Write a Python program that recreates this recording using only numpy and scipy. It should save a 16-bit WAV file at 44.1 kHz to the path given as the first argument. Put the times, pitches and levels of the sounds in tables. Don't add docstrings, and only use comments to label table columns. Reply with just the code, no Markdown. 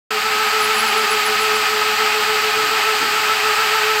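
import sys
import numpy as np
from scipy import signal
from scipy.fft import rfft, irfft
from scipy.io import wavfile
from scipy.ndimage import uniform_filter1d

SR = 44100
rng = np.random.default_rng(int(sys.argv[2]) if len(sys.argv) > 2 else 0)


def generate_wav(signal):
    frames = np.transpose(np.atleast_2d(signal))
    scaled = np.clip(frames, -1, 1) * 32767
    pcm = np.round(scaled).astype(np.int16)
    wavfile.write(sys.argv[1], SR, pcm)


N = 176400


# time_s, pitch_hz
DRIVE_PITCH = [(0.1, 426.4), (.7, 429.5), (1.1, 424.8), (1.45, 430), (1.7, 425.5), (2.1, 429.8),
               (2.4, 426.2), (2.85, 430.8), (3.2, 429), (3.9, 432.1)]
# harmonic_number, level_db, reverb_send_db
PUMP_HARMONICS = [(1, -27.5, -0.5), (2, -31, 1), (3, -24, -3.5), (4, -45, -4), (5, -41, -1), (6, -38.5, 1)]
# pitch_hz, level_db
GEAR_TONES = [(785, -38.5), (1004, -44), (1120, -41.5), (1240, -34), (1520, -38), (1815, -36.5),
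              (2535, -32.5), (2712, -40), (3070, -41)]
# time_s, level_db
THROB_RIDE = [(0.1, -43), (.68, -48.5), (.8, -41), (1.3, -45), (2.2, -47), (2.8, -52), (4, -54)]

def drive(t, swing, nominal_hz=429, throb_hz=221.6, ring_hz=777.6):
    swing_depth, jitter_depth = 0.0251, 0.00602
    speed = curve(t, DRIVE_PITCH) / nominal_hz * (1 + swing_depth * swing + jitter_depth * walk(60))
    pump = 0
    for harmonic, level_db, send_db in PUMP_HARMONICS:
        flutter = undb(1.5 * walk(60))
        whine = tone(harmonic * nominal_hz * speed) * flutter
        pump += undb(level_db) * unit(hall(whine, send_db))
    gears = sum(undb(db) * unit(hall(tone(hz * speed), send_db=5)) for hz, db in GEAR_TONES)
    tremble = undb(3.5 * walk(45))
    throb = unit(hall(tone(throb_hz * speed) * tremble, send_db=-4))
    ring = undb(7.5) * unit(hall(tone(ring_hz * speed), send_db=4))
    return pump + gears + (throb + ring) * undb(curve(t, THROB_RIDE))


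# freq_hz, gain_db
GRIND_EQ = [(25, -52), (65, -40), (110, -20), (170, -19), (300, -14.5), (520, -14.5), (700, -6), (950, -4),
            (1150, -2), (1450, 1), (2000, 0), (2650, 0), (3100, -2.5), (3600, -10.5), (4500, -16),
            (8000, -33), (15000, -60)]
# freq_hz, gain_db
SCRAPE_EQ = [(600, -32), (950, -6), (1200, 3), (1500, -1), (1900, -10), (3000, -33)]
# peak_s, half_length_s, level_db
SCRAPE_CUES = [(3.55, 0.18, -26)]

def stones(t, swing, level_db=-20.5, swing_db=0.2, flicker_db=0.54):
    grind = noise(GRIND_EQ) * undb(level_db - swing_db * swing + flicker_db * walk(39.8))
    scrape = noise(SCRAPE_EQ) * swells(t, SCRAPE_CUES)
    return grind + scrape


# freq_hz, gain_db
OIL_EQ = [(1500, -29), (3000, -5), (3900, -1), (4750, 2), (5300, -5), (5900, -8.5), (7000, -8),
          (7900, -5.5), (8700, -14), (9150, -13.5), (9550, -21), (11700, -18.5), (12300, -11), (13300, -14),
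          (14500, -12.5), (15600, -19.5)]

def oil(level_db=-25, flicker_db=0.13):
    return noise(OIL_EQ) * undb(level_db + flicker_db * walk(24.9))


# peak_s, half_length_s, level_db
SQUEAK_CUES = [(.33, .025, -45), (.47, .02, -42), (.527, .012, -44), (.635, .034, -31.5), (0.753, .02, -36),
               (.8, 0.025, -30), (.885, .032, -36), (.983, .014, -33), (1.025, .014, -43),
               (1.12, 0.021, -30.5), (1.266, .013, -29.5), (1.425, .02, -33), (1.565, .012, -36)]

def squeaks(t, pitch_hz=10880, sag_hz_per_s=59, wander_hz=55, chatter_hz=70, chatter_db=4.5):
    pitch = pitch_hz - sag_hz_per_s * t + wander_hz * walk(700)
    chatter = undb(chatter_db * tone(chatter_hz * (1 + .25 * walk(40))))
    squeal = unit(tone(pitch) * chatter)
    return hall(swells(t, SQUEAK_CUES) * squeal, send_db=-11)


# freq_hz, gain_db
FRAME_EQ = [(45, -45), (110, -12), (200, -4.5), (310, 2.5), (380, -2), (600, -22), (2000, -50)]
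# peak_s, half_length_s, level_db
RUMBLE_CUES = [(2.66, .11, -39), (3.042, .04, -35.5), (3.2, 0.11, -43.5)]

def frame_rumble(t):
    return noise(FRAME_EQ) * swells(t, RUMBLE_CUES)


# pitch_hz, level_db
HUM_TONES = [(49, -73), (99, -57.5), (117, -57), (144, -64.5)]

def motor(drift_hz=1.5, waver_db=2.2):
    return sum(undb(db) * unit(tone(hz + drift_hz * walk(8)) * undb(waver_db * walk(6.7)))
               for hz, db in HUM_TONES)


def hall(x, send_db, t60_s=0.86, predelay_s=0.007):
    age = np.arange(SR) / SR
    tail = rng.standard_normal(SR) * np.exp(-np.log(1000) * age / t60_s) * (age > predelay_s)
    return x + undb(send_db) * signal.fftconvolve(x, tail / np.linalg.norm(tail))[:N]


def undb(db):
    return 10 ** (np.asarray(db) / 20)


def unit(x):
    return x / np.sqrt(np.mean(x ** 2))


def curve(t, rows):
    return np.interp(t, *np.array(rows).T)


def walk(rate_hz):
    hold = int(SR / rate_hz)
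    steps = np.repeat(rng.standard_normal(N // hold + 1), hold)
    return 1.307 * uniform_filter1d(uniform_filter1d(steps, hold), hold)[:N]


def noise(eq):
    hz, db = np.array(eq).T
    bins_hz = np.maximum(np.arange(N // 2 + 1) * SR / N, 1)
    gain = undb(np.interp(np.log(bins_hz), np.log(hz), db))
    return unit(irfft(rfft(rng.standard_normal(N)) * gain, N))


def tone(hz):
    return np.sin(2 * np.pi * (np.cumsum(hz) / SR + rng.random()))


def swells(t, cues):
    return sum(undb(db) * np.exp(-((t - peak_s) / half_s) ** 2) for peak_s, half_s, db in cues)


def scene(swing_hz=6.873, crest_s=.115):
    t = np.arange(N) / SR
    swing = np.cos(2 * np.pi * swing_hz * (t - crest_s)) * (1 + 0.23 * walk(7))
    mono = drive(t, swing) + stones(t, swing) + oil() + squeaks(t) + frame_rumble(t) + motor()
    return np.array([mono, mono])


def record(dry, start_s=.105, attack_s=0.0033, start_db=-2.0, settle_s=0.49, high_cut_hz=15750):
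    age = np.arange(N) / SR - start_s
    gate = np.clip(age / attack_s, 0, 1)
    settle = undb(start_db * np.clip(1 - age / settle_s, 0, 1))
    high_cut = signal.ellip(10, .1, 80, high_cut_hz, fs=SR, output="sos")
    return signal.sosfilt(high_cut, dry * gate * settle)


dry = scene()
out = record(dry)
generate_wav(out)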